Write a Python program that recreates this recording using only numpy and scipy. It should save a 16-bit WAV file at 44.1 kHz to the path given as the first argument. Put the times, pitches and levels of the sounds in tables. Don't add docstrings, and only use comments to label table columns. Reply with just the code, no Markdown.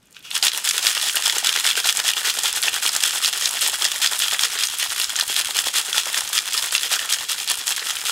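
import sys
import numpy as np
from scipy import signal
from scipy.fft import rfft, irfft
from scipy.io import wavfile

SR = 44100
rng = np.random.default_rng(int(sys.argv[2]) if len(sys.argv) > 2 else 0)


def to_wav(sig):
    pcm = np.clip(np.atleast_2d(sig), -1, 1) * 32767
    pcm = np.round(pcm).astype(np.int16)
    wavfile.write(sys.argv[1], SR, pcm.T)


def gain_from_decibels(decibels):
    exponent = np.asarray(decibels, float) / 20
    return 10 ** exponent


N = 357651

# frequency in Hz, density in dB per Hz.
HUSH_SPECTRUM = [(18, -55), (30, -12), (215, -3.5), (913, -19.5), (1460, -19), (7870, -26), (11100, -34),
                 (12300, -27), (16000, -54)]
# time in seconds, peak in dB.
JOLTS = [(1.039, -56), (1.345, -50), (1.541, -53), (1.903, -56), (1.992, -45), (2.344, -56.0), (2.53, -45),
         (2.725, -46), (2.96, -57.0), (3.144, -48), (3.462, -59), (3.717, -51), (4.306, -50.5),
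         (4.503, -49), (4.701, -49), (4.893, -44), (5.084, -46), (5.279, -44), (5.465, -43), (5.659, -43),
         (6.242, -45), (6.439, -62), (6.632, -46), (7.014, -50), (7.206, -46), (7.399, -49), (7.589, -43),
         (7.97, -47)]
# time in seconds, level in dB.
SLIDE = [
    (.02, -73),
    (.13, -72),
    (.165, -51),
    (.22, -69),
    (.25, -45.5),
    (.33, -54),
    (.36, -71),
]
# frequency in Hz, bandwidth in Hz, level in dB.
FREE_WALL = [(1540, 87, -17), (2560, 26, -14), (2830, 55, -9), (3250, 72, -11.5), (4800, 570, -14)]
# time in seconds, level in dB.
TUMBLE = [(0, -64), (.1, -60), (.21, -52), (.295, -54), (.31, -33.5), (.45, -37), (.9, -29.5), (2, -33.5),
          (3, -32.5), (4, -30.5), (5.1, -34), (5.5, -33), (6.002, -32), (7, -34), (8.11, -33)]
# frequency in Hz, density in dB per Hz.
ICE_SPECTRUM = [(590, -44), (1000, -50), (1460, -35), (1620, -14), (1880, -3.5), (2190, -19.5), (3350, 4.5),
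                (3810, -10), (9350, 1.5), (15700, -23)]
# frequency in Hz, density in dB per Hz.
DULL_SPECTRUM = [(88, -53), (150, -32), (308, -29), (441, -9), (625, -26), (906, 0.5), (1050, -19),
                 (1450, -1), (2200, -7.5), (2860, -47), (4840, -120)]
# frequency in Hz, level in dB, 60 dB decay time in seconds.
SHELL_MODES = [(1380, -14.5, 0.015), (1470, -22.5, 0.044), (1850, -13.5, 0.027), (2480, -14.5, 0.026),
               (2864, -7, 0.018), (3286, -11.5, 0.086), (3423, -4.5, 0.012), (4030, 2, 0.0035),
               (5100, -0.5, 0.0054), (6430, -3, 0.0034), (7600, -14, 0.022)]
# fall back of the ice into the tin in seconds, throw into the glass in dB, fall back in dB.
ARM = [(0.358, -14, -23), (0.968, -17, -20), (1.579, -14.5, -18.5), (2.181, -14.5, -21.5),
       (2.757, -16, -19), (3.359, -16.5, -20.5), (3.937, -16.5, -24), (4.539, -15, -22),
       (5.107, -19.5, -25.5), (5.676, -14.5, -20.5), (6.282, -19, -26), (6.839, -15.5, -21),
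       (7.409, -18, -22.5), (7.99, -17, -26)]
# middle in seconds, hold in seconds, level above that rule in dB.
ODD_LOADS = [(0.455, 0.042, -1), (0.67, 0.045, -4), (0.359, 0.011, 2), (0.867, 0.078, 1.5),
             (0.964, 0.015, -4.5), (1.05, 0.055, 0.5), (1.17, 0.016, -2), (1.779, 0.01, -0.5),
             (1.98, 0.063, 0), (2.188, 0.045, 1), (2.567, 0.022, -1.5), (2.657, 0.043, -2),
             (3.449, 0.057, 0), (3.642, 0.053, 1.5), (3.737, 0.0063, -1.5), (4.037, 0.032, -0.5),
             (4.336, 0.029, 1), (4.624, 0.061, -2.5), (5, 0.074, 1), (5.304, 0.023, 3.5),
             (5.384, 0.054, 0.5), (5.667, 0.0062, -4.5), (6.159, 0.058, 0), (6.353, 0.028, 0),
             (6.473, 0.028, -2.5), (6.743, 0.038, -2.5), (7.12, 0.053, -0.5), (7.311, 0.033, -0.5),
             (7.505, 0.018, -1.5), (7.886, 0.06, -2.5)]
# time in seconds, level in dB.
CLACKS = [(0.3523, -12), (0.4395, -11), (0.471, -11), (0.5334, -13), (0.5748, -15), (0.6433, -15),
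          (0.6503, -13.5), (0.6747, -7), (0.6909, -15), (0.6969, -11), (0.7095, -15), (0.7193, -25),
          (0.7796, -8.5), (0.8504, -10), (0.859, -10), (0.8762, -7), (0.8865, -9), (0.9051, -12),
          (0.9151, -15), (0.9281, -18), (0.9498, -8.5), (0.9625, -19), (0.9767, -12), (1.0137, -15),
          (1.0272, -14), (1.0398, -17), (1.1614, -19), (1.2145, -23), (1.2228, -11), (1.2458, -22),
          (1.2676, -8), (1.2788, -8), (1.3036, -13), (1.3126, -20), (1.3239, -12.5), (1.3562, -14),
          (1.3678, -16), (1.3994, -21), (1.4457, -6), (1.4602, -10), (1.5266, -9), (1.5618, -7),
          (1.5991, -11.5), (1.6062, -17), (1.6239, -32), (1.6504, -24), (1.6892, -7), (1.7, -10),
          (1.7197, -15), (1.7305, -16), (1.767, -14), (1.7767, -24), (1.8014, -11.5), (1.9258, -13),
          (1.9497, -23), (1.96, -15), (1.9995, -7), (2.0408, -23), (2.048, -20), (2.0802, -8),
            (2.1044, -11), (2.1147, -15), (2.1791, -13), (2.194, -17), (2.2317, -18), (2.2457, -22),
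            (2.2723, -16), (2.2865, -14), (2.2983, -8), (2.3395, -13.5), (2.373, -16), (2.4467, -18),
            (2.457, -10), (2.5279, -13.5), (2.574, -22), (2.5834, -21), (2.6342, -8), (2.7418, -11.5),
            (2.8335, -28), (2.8522, -11), (2.8623, -10), (2.98, -30), (3.005, -11), (3.0096, -17),
            (3.0536, -14), (3.0836, -16), (3.096, -16), (3.108, -11.5), (3.172, -15), (3.216, -11),
            (3.225, -17), (3.2466, -6), (3.2868, -11), (3.3285, -13.5), (3.3483, -23), (3.4105, -10.5),
            (3.5307, -17), (3.57, -17), (3.6178, -13), (3.65, -18), (3.6824, -12), (3.6972, -13.5),
            (3.747, -18.5), (3.7556, -15), (3.8224, -15), (3.884, -14.5), (3.9167, -13), (3.96, -14),
          (4.1327, -13), (4.201, -13), (4.2214, -8), (4.232, -12), (4.239, -20), (4.282, -11),
            (4.3323, -9.5), (4.3473, -18), (4.4006, -20), (4.4198, -19), (4.429, -20), (4.448, -12),
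            (4.5422, -14), (4.5883, -12.5), (4.6264, -14), (4.644, -20), (4.6855, -15), (4.723, -22),
            (4.7321, -20), (4.8065, -16), (4.828, -10), (4.903, -17), (4.9199, -14.5), (4.9748, -25),
            (4.9991, -12), (5.05, -19), (5.073, -25), (5.0951, -13.5), (5.11, -21), (5.17, -23),
            (5.1976, -6), (5.3114, -24), (5.3427, -15), (5.374, -15), (5.3826, -16), (5.3933, -9),
            (5.412, -13), (5.4173, -15), (5.4469, -14), (5.4703, -16), (5.4842, -17), (5.557, -16),
            (5.567, -8), (5.5793, -11), (5.6412, -12.5), (5.6839, -11.5), (5.749, -27), (5.768, -16),
            (5.7843, -11), (5.8005, -17), (5.8136, -15.5), (5.8579, -22), (5.8908, -27), (5.9894, -19),
          (5.9994, -27), (6.0338, -16.5), (6.0566, -13), (6.0818, -15), (6.1, -18), (6.2074, -12),
            (6.2758, -16.5), (6.3299, -13.5), (6.3593, -12), (6.3714, -9), (6.4567, -16), (6.5236, -16),
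            (6.5327, -18), (6.5411, -9), (6.5677, -15), (6.5791, -23), (6.5953, -16), (6.6105, -22),
            (6.6255, -14), (6.646, -18), (6.666, -24), (6.6848, -23), (6.766, -14), (6.795, -19),
            (6.832, -7.5), (6.8516, -18), (6.871, -18), (6.915, -19), (6.9298, -11), (6.9484, -18),
            (6.966, -19), (6.9992, -22), (7.0287, -23), (7.1072, -15), (7.1255, -9), (7.2067, -21),
            (7.2916, -17), (7.401, -23), (7.4166, -24), (7.431, -19), (7.476, -12.5), (7.5168, -18),
            (7.5414, -18), (7.6091, -25), (7.6791, -9.5), (7.7059, -11), (7.722, -13), (7.7631, -14.5),
            (7.8966, -14), (7.9046, -13), (7.9544, -15), (8.0527, -17), (8.085, -22), (8.0967, -14)]
# time in seconds, peak in dB, pitch in Hz.
THUMPS = [(0.35, -28, 934), (0.427, -19, 770), (0.546, -25, 786), (1.33, -20, 860), (1.428, -18, 804),
          (1.751, -27, 942), (1.854, -12.5, 930), (2.045, -22, 724), (2.165, -20, 820), (2.54, -21, 947),
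          (2.678, -16, 805), (2.962, -21, 770), (3.551, -19, 705), (3.736, -28, 947), (4.331, -28, 759),
          (4.731, -33, 902), (5.297, -18, 835), (5.49, -18, 821), (5.667, -13, 865), (5.978, -17, 851),
          (6.067, -14, 900), (6.722, -24, 820), (7.512, -14, 1070), (8.038, -20.5, 930),
          (0.466, -18, 800), (0.844, -22, 649), (0.894, -29, 816), (1.035, -26, 678), (1.065, -19, 818),
         (1.17, -24, 683), (1.255, -17, 817), (1.287, -30, 734), (1.365, -20, 815), (1.444, -22, 767),
         (1.657, -20, 765), (2.064, -27, 756), (2.372, -20, 700), (2.44, -20, 750), (2.588, -23, 730),
         (2.643, -19, 725), (3.034, -27, 655), (3.629, -26, 773), (4.331, -19, 740), (4.433, -20, 722),
         (5.669, -21, 590), (7.208, -23, 773), (7.406, -23, 810), (8.057, -29, 750)]
# time in seconds, peak in dB, pitch in Hz.
CLUNKS = [(0.1654, -25, 1560), (0.3624, -17, 1570), (0.4261, -14, 1930), (1.1448, -8, 1530),
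          (1.3663, -10, 1470), (1.7752, -2, 1540), (1.8415, -9, 1480), (1.8543, -14, 1700),
          (1.9988, -6.5, 1470), (2.6767, -3, 1730), (2.9631, -11.5, 1480), (3.4215, -6, 1880),
          (3.8523, -1, 1890), (3.9583, -9, 1890), (4.3316, -15, 1230), (4.391, -13, 1290),
          (4.8248, -4, 1890), (5.1561, -10, 1470), (5.1876, -6, 1800), (5.5871, -3, 1780),
          (5.945, -6, 1450), (5.9798, -4, 1910), (6.1431, -4.5, 1850), (6.5466, -9, 1280),
          (6.7499, -5, 2060), (6.9648, -8.5, 1490), (6.9926, -7, 1780), (7.016, -10, 1770),
          (7.6777, -11, 1870), (7.8832, -17, 1390), (7.9036, -12, 1890)]
# time in seconds, peak in dB, contact pitch in Hz.
CRACKS = [(0.028, -45, 7800), (0.056, -45, 12500), (0.0708, -43, 7070), (0.1078, -40, 8850),
          (0.118, -42, 9000), (0.1265, -34, 7660), (0.1468, -34, 4500), (0.1666, -22.5, 2930),
          (0.192, -38, 10500), (0.2054, -31, 3520), (0.2265, -34, 9000), (0.2505, -32, 2600),
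          (0.3052, -19, 8450), (0.3132, -9, 3530), (0.352, -19, 4180), (0.3667, -5.5, 2950),
          (0.377, -6, 7400), (0.4264, 3, 4700), (0.468, 3, 3580), (0.4816, 0, 4000),
          (0.5175, -8, 3400), (0.5476, -11, 2860), (0.5756, -9, 9090),
          (0.6892, 0.5, 6700), (1.1558, -3, 9300), (1.844, -7, 4700), (1.8715, 0, 6910),
             (1.971, -3, 7600), (2.389, -6.5, 7750), (2.4342, -5, 6800), (2.682, 1, 2700),
             (2.8915, -3.5, 5360), (2.9637, -3, 7450), (3.2589, -1, 4760), (3.4225, -7, 5300),
             (3.4571, 0, 5430), (3.8513, 1, 4870), (4.073, 0, 4950), (4.191, -5, 9610), (4.6357, 2, 5100),
             (5.0153, -5.5, 3970), (5.043, -4, 5370), (5.163, -4, 6700), (5.21, 1.5, 4220),
             (5.2792, -9, 9100), (6.177, -5, 6250), (6.331, -8.5, 9700), (6.5322, -9, 8090),
             (6.577, 0, 5100), (6.78, -4.5, 4000), (7.1247, -3, 7970), (7.136, -2, 5630), (7.316, -8, 8600),
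          (1.3825, -2.5, 7440), (2.536, -12, 5400), (2.5554, -12, 5310), (2.618, -9, 9350),
          (3.0037, -19, 3250), (3.492, -9.4, 6570), (3.5914, -12, 4860), (3.863, -5, 5300),
          (4.576, -11, 4060), (4.671, -9, 6450), (4.7853, -10, 9400), (5.364, -10, 9120), (5.766, -8, 4000),
          (6.7087, -12, 4600), (7.099, -14, 6100), (7.297, -14, 5250), (7.4876, -7, 4130),
          (7.794, -8, 4160), (7.968, -8, 3050)]
# time in seconds, peak in dB.
TAPS = [(.976, -5), (1.0963, -1), (1.1693, 1), (1.5531, -1), (1.673, 2), (1.754, -3), (1.9916, -1),
        (1.9995, -9), (2.135, -2), (2.1672, -3), (2.8751, -1.5), (3.3354, -5), (4.22, -2), (4.2809, -8),
        (4.3115, -4), (4.6086, -3), (4.8275, -5), (5.0002, -6), (5.103, -4), (5.1569, -4), (5.1886, -1),
        (5.1963, -11), (6.5397, -31), (6.9377, 2), (6.9922, -2), (7.091, -3.5), (7.186, -6.5),
        (7.4006, -4.5), (7.6776, -17)]
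# time in seconds, peak in dB.
SLAMS = [(.7095, 4.5), (.8683, 7), (1.0868, -0.5), (1.2591, 5), (1.2683, -9), (1.2974, 3), (1.47, 7),
         (1.492, 2.5), (1.5393, -3), (1.6648, 6), (1.7115, 1.5), (1.89, 5.5), (1.895, 3), (2.089, 2),
         (2.6276, -1), (2.8635, -2), (3.0367, 8.5), (3.239, -6), (3.8214, 0), (4.044, 4.5), (4.061, 4.5),
         (4.3927, 3.5), (4.4353, 4), (5.589, 6), (5.9293, 0), (5.9804, 8), (6.1445, -2), (6.3788, 4.5),
         (6.388, 3), (6.7507, 5.5)]

HUSH_DB, KITCHEN_T60_S, WALL_CUT_HZ = -60, 0.12, 12000
SMALL_BODY_HZ, CUTOFF_HZ = 1050, 15760
LOAD_SHIFT = 0.023
THROW_LAG_S, HOLD_S = 0.094, 0.054
THROW_DULL_DB, BACK_DULL_DB = -12.5, -8.5
CLACK_T60_S = 0.012
SLAM_HZ, TAP_HZ = 3460, 3070
SLAM_SCATTER, TAP_SCATTER = 0.016, 0.071


def rms_one(x):
    return x / np.sqrt(np.mean(x ** 2) + 1e-20)


def at_hz(points, hz):
    rows = np.array(points)
    return np.interp(np.log(hz), np.log(rows[:, 0]), rows[:, 1])


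def band(x, low_hz, high_hz):
    return signal.sosfilt(signal.butter(2, [low_hz, high_hz], "band", fs=SR, output="sos"), x)


def high_pass(x, hz):
    return signal.sosfilt(signal.butter(4, hz, "high", fs=SR, output="sos"), x)


def ring(clicks, hz, t60):
    radius = gain_from_decibels(-60 / (t60 * SR))
    angle = 2 * np.pi * hz / SR
    return signal.lfilter([0.5, 0, -0.5], [1, -2 * radius * np.cos(angle), radius ** 2], clicks + 1e-18)


def clicks_at(rows, level_db):
    out = np.zeros(N)
    samples = (np.array(rows)[:, 0] * SR).astype(int)
    out[np.minimum(samples, N - 1)] = gain_from_decibels(level_db)
    return out


def drift(rate):
    knots = rng.uniform(-1.7, 1.7, 1000)
    return np.interp(np.arange(N) * rate / SR, np.arange(len(knots)), knots)


def hush():
    hz = np.maximum(np.arange(N // 2 + 1) * SR / N, 10)
    spectrum = rfft(rng.standard_normal(N)) * gain_from_decibels(at_hz(HUSH_SPECTRUM, hz))
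    return gain_from_decibels(HUSH_DB) * rms_one(irfft(spectrum, N))


def kitchen(x):
    out = np.zeros(N)
    dull = np.exp(-2 * np.pi * WALL_CUT_HZ / SR)
    lags = (rng.uniform(0.012, 0.031, size=10) * SR).astype(int)
    for k, lag in enumerate(lags):
        loop, state = x.copy(), [0.]
        gain = gain_from_decibels(-60 * lag / SR / KITCHEN_T60_S)
        for i in range(lag, N, lag):
            back, state = signal.lfilter([gain * (1 - dull)], [1, -dull], loop[i - lag:i], zi=state)
            loop[i:i + lag] += back[:N - i]
        out += (loop - x) * (-1) ** k
    return out


def jolts():
    age = np.arange(-1024, 1025) / SR
    push = np.exp(-(age / 0.0036) ** 2) * np.sin(2 * np.pi * 60 * age)
    return signal.fftconvolve(clicks_at(JOLTS, np.array(JOLTS)[:, 1] + 2.0), push, "same")


def slide():
    s, db = np.transpose(SLIDE)
    level = gain_from_decibels(np.interp(np.arange(N) / SR, s, db, left=-150, right=-150))
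    rub = rng.standard_normal(N) * level
    out = 0
    for hz, width_hz, level_db in FREE_WALL:
        gain = gain_from_decibels(level_db) * 30 * np.sqrt(width_hz / SR)
        out = out + gain * ring(rub, hz, 0.55 / width_hz)
    return out


def shell(clicks, spread_db):
    out = 0
    for hz, db, t60 in SHELL_MODES:
        strengths = clicks * gain_from_decibels(db + spread_db * rng.uniform(-3.38, 1.7, N))
        load = rng.integers(-2, 3, size=N)
        for k in range(-2, 3):
            out = out + ring(strengths * (load == k), hz * (1 + LOAD_SHIFT * k), t60)
    return out


def clacks(per_s, t60, spread_db, between_db):
    meetings = (rng.random(N) < per_s / SR) * gain_from_decibels(2 * spread_db * rng.uniform(-1.7, 1, N))
    power = signal.lfilter([1], [1, -gain_from_decibels(-120 / (t60 * SR))], meetings + 1e-18)
    return rms_one(np.sqrt(power + gain_from_decibels(2 * between_db)))


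def grains(spectrum, flurry, per_s, spread_db, cycles, patchy_db, ragged, count):
    sizes = gain_from_decibels(spread_db * np.minimum(rng.exponential(1, N), 2.4)) * rng.choice([-1, 1], N)
    clicks = flurry * sizes * (rng.random(N) < per_s / SR)
    dealt = rng.integers(0, count, N)
    pitches = np.geomspace(spectrum[1][0], min(spectrum[-2][0], 0.45 * SR), count)
    rings = 0
    for k, hz in enumerate(pitches):
        if k % 7 == 0:
            meetings = clacks(per_s=150, t60=0.011, spread_db=2.5, between_db=-11.0)
            patch = gain_from_decibels(patchy_db * drift(40.0)) * meetings ** ragged
        tone = rms_one(ring(clicks * (dealt == k) * patch, hz, cycles / hz))
        rings = rings + gain_from_decibels(at_hz(spectrum, hz)) * np.sqrt(hz) * tone
    return rms_one(rings), rms_one(clicks)


def strokes():
    shakes = np.arange(40)
    back_s, throw_db, back_db = (np.interp(shakes, 3 * np.arange(14), c) for c in np.transpose(ARM))
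    middle = np.r_[back_s, back_s + THROW_LAG_S]
    level = np.r_[back_db, throw_db]
    hold = np.full(len(middle), HOLD_S)
    dull = np.repeat([BACK_DULL_DB, THROW_DULL_DB], len(back_s))
    for s, hold_s, db in ODD_LOADS:
        k = np.argmin(abs(middle - s))
        middle[k], hold[k] = s, hold_s
        level[k] += db
    level = level - 10 * np.log10(hold / HOLD_S)
    return np.c_[middle - hold / 2, hold, level, dull]


def pile_up(table, level_db, rise_s, fall_s):
    t, power = np.arange(0, N, 32) / SR, 0
    for (s, length, *_), db in zip(table, level_db):
        early = np.maximum(s - t, 0) / rise_s
        late = np.maximum(t - s - length, 0) / fall_s
        power = power + gain_from_decibels(2 * np.maximum(db - 10 * (early + late), -150))
    return np.interp(np.arange(N) / SR, t, np.sqrt(power))


def shower():
    table, rows = strokes(), np.array(TUMBLE)
    tumble = gain_from_decibels(np.interp(np.arange(N) / SR, rows[:, 0], rows[:, 1]))
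    bright = np.hypot(pile_up(table, table[:, 2] - 8.5, 0.011, 0.017), tumble)
    dull_db = table[:, 2] + table[:, 3] - 4.5
    dull = np.hypot(pile_up(table, dull_db, 0.0035, 0.016), tumble * gain_from_decibels(-9.0))

    flurry = clacks(per_s=240, t60=0.021, spread_db=2.5, between_db=-5.0)
    chips, clicks = grains(ICE_SPECTRUM, flurry, per_s=9000, spread_db=3.5, cycles=6.6,
                           patchy_db=2.0, ragged=0.82, count=40)
    rolling = clacks(per_s=90, t60=0.036, spread_db=2.2, between_db=-7.0)
    knocks, _ = grains(DULL_SPECTRUM, rolling * flurry ** 0.9, per_s=3500, spread_db=4.0, cycles=8.8,
                       patchy_db=2.5, ragged=0.7, count=28)
    hardness = np.minimum(bright / gain_from_decibels(-30), 1) ** 0.45
    ringing = gain_from_decibels(-26.5) * shell(clicks * bright * (bright / gain_from_decibels(-38)) ** 0.49, spread_db=5.5)
    return bright * hardness * chips * gain_from_decibels(-0.5) + ringing, dull * knocks


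def clatter():
    rows = CLACKS
    power = clicks_at(rows, 2 * np.array(rows)[:, 1])
    burst = np.sqrt(signal.lfilter([1], [1, -gain_from_decibels(-120 / (CLACK_T60_S * SR))], power + 1e-18))
    chips, clicks = grains(ICE_SPECTRUM, burst, per_s=14000, spread_db=2.5, cycles=8.0,
                           patchy_db=3.0, ragged=0, count=40)
    knocks, _ = grains(DULL_SPECTRUM, burst, per_s=5000, spread_db=0.5, cycles=8.8,
                       patchy_db=2.0, ragged=0, count=28)
    ringing = shell(clicks, spread_db=5.5)
    burst_rms = np.sqrt(np.mean(burst ** 2))
    return burst_rms * (gain_from_decibels(-5.0) * chips + gain_from_decibels(-15.0) * knocks + gain_from_decibels(-22.0) * ringing)


def on_wall(rows, hz, scatter):
    return [(s, db, hz * (1 + scatter * u)) for (s, db), u in zip(rows, rng.uniform(-1.17, 1, len(rows)))]


def blows(rows, contact_s, cycles, rough_db, rough_t60, low, high):
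    length = 1536
    out, age = np.zeros(N + length), np.arange(length) / SR
    contact = 1 - np.exp(-age / contact_s)
    for (s, db, hz), noise in zip(rows, rng.standard_normal((len(rows), length))):
        tone = gain_from_decibels(-60 * age * hz / cycles) * np.sin(2 * np.pi * hz * age)
        rough = gain_from_decibels(rough_db - 60 * age / rough_t60) * band(noise, low * hz, min(high * hz, 15000))
        start = int(s * SR)
        out[start:start + length] += contact * gain_from_decibels(db) * (tone + rough)
    return out[:N]


def cubes():
    chips = CRACKS
    strikes = on_wall(SLAMS, SLAM_HZ, SLAM_SCATTER) + on_wall(TAPS, TAP_HZ, TAP_SCATTER)
    cracks = gain_from_decibels(-4.0) * blows(chips, contact_s=0.0001, cycles=33.0, rough_db=0.0,
                               rough_t60=0.023, low=0.64, high=1.43)
    slams = gain_from_decibels(-7.5) * blows(strikes, contact_s=0.0003, cycles=32.0, rough_db=1.0,
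                              rough_t60=0.015, low=0.48, high=2.2)
    clunks = gain_from_decibels(-4.5) * blows(CLUNKS, contact_s=0.001, cycles=25.5, rough_db=2.0,
                               rough_t60=0.018, low=0.28, high=0.39)
    thumps = gain_from_decibels(2.5) * blows(THUMPS, contact_s=0.0018, cycles=10.3, rough_db=3.0,
                              rough_t60=0.022, low=0.39, high=1.6)
    rows = chips + strikes
    ringing = gain_from_decibels(-21.0) * shell(clicks_at(rows, np.array(rows)[:, 1]), spread_db=9.5)
    return cracks + slams + ringing, clunks + thumps


def scene():
    chips, knocks = shower()
    cracks, thuds = cubes()
    shaker = high_pass(chips + cracks + clatter(), SMALL_BODY_HZ) + high_pass(knocks + thuds, 95)
    mix = shaker + gain_from_decibels(-13.5) * kitchen(shaker) + slide() + jolts() + hush()
    return mix[None]


def top_cut(x):
    return signal.sosfilt(signal.butter(12, 16680, fs=SR, output="sos"), x)


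def record(dry):
    rounded = 0.9 * np.tanh(dry / 0.9)
    cut = signal.ellip(12, 0.5, 70, CUTOFF_HZ, fs=SR, output="sos")
    return top_cut(signal.sosfilt(cut, rounded))


dry = scene()
out = record(dry)
to_wav(out)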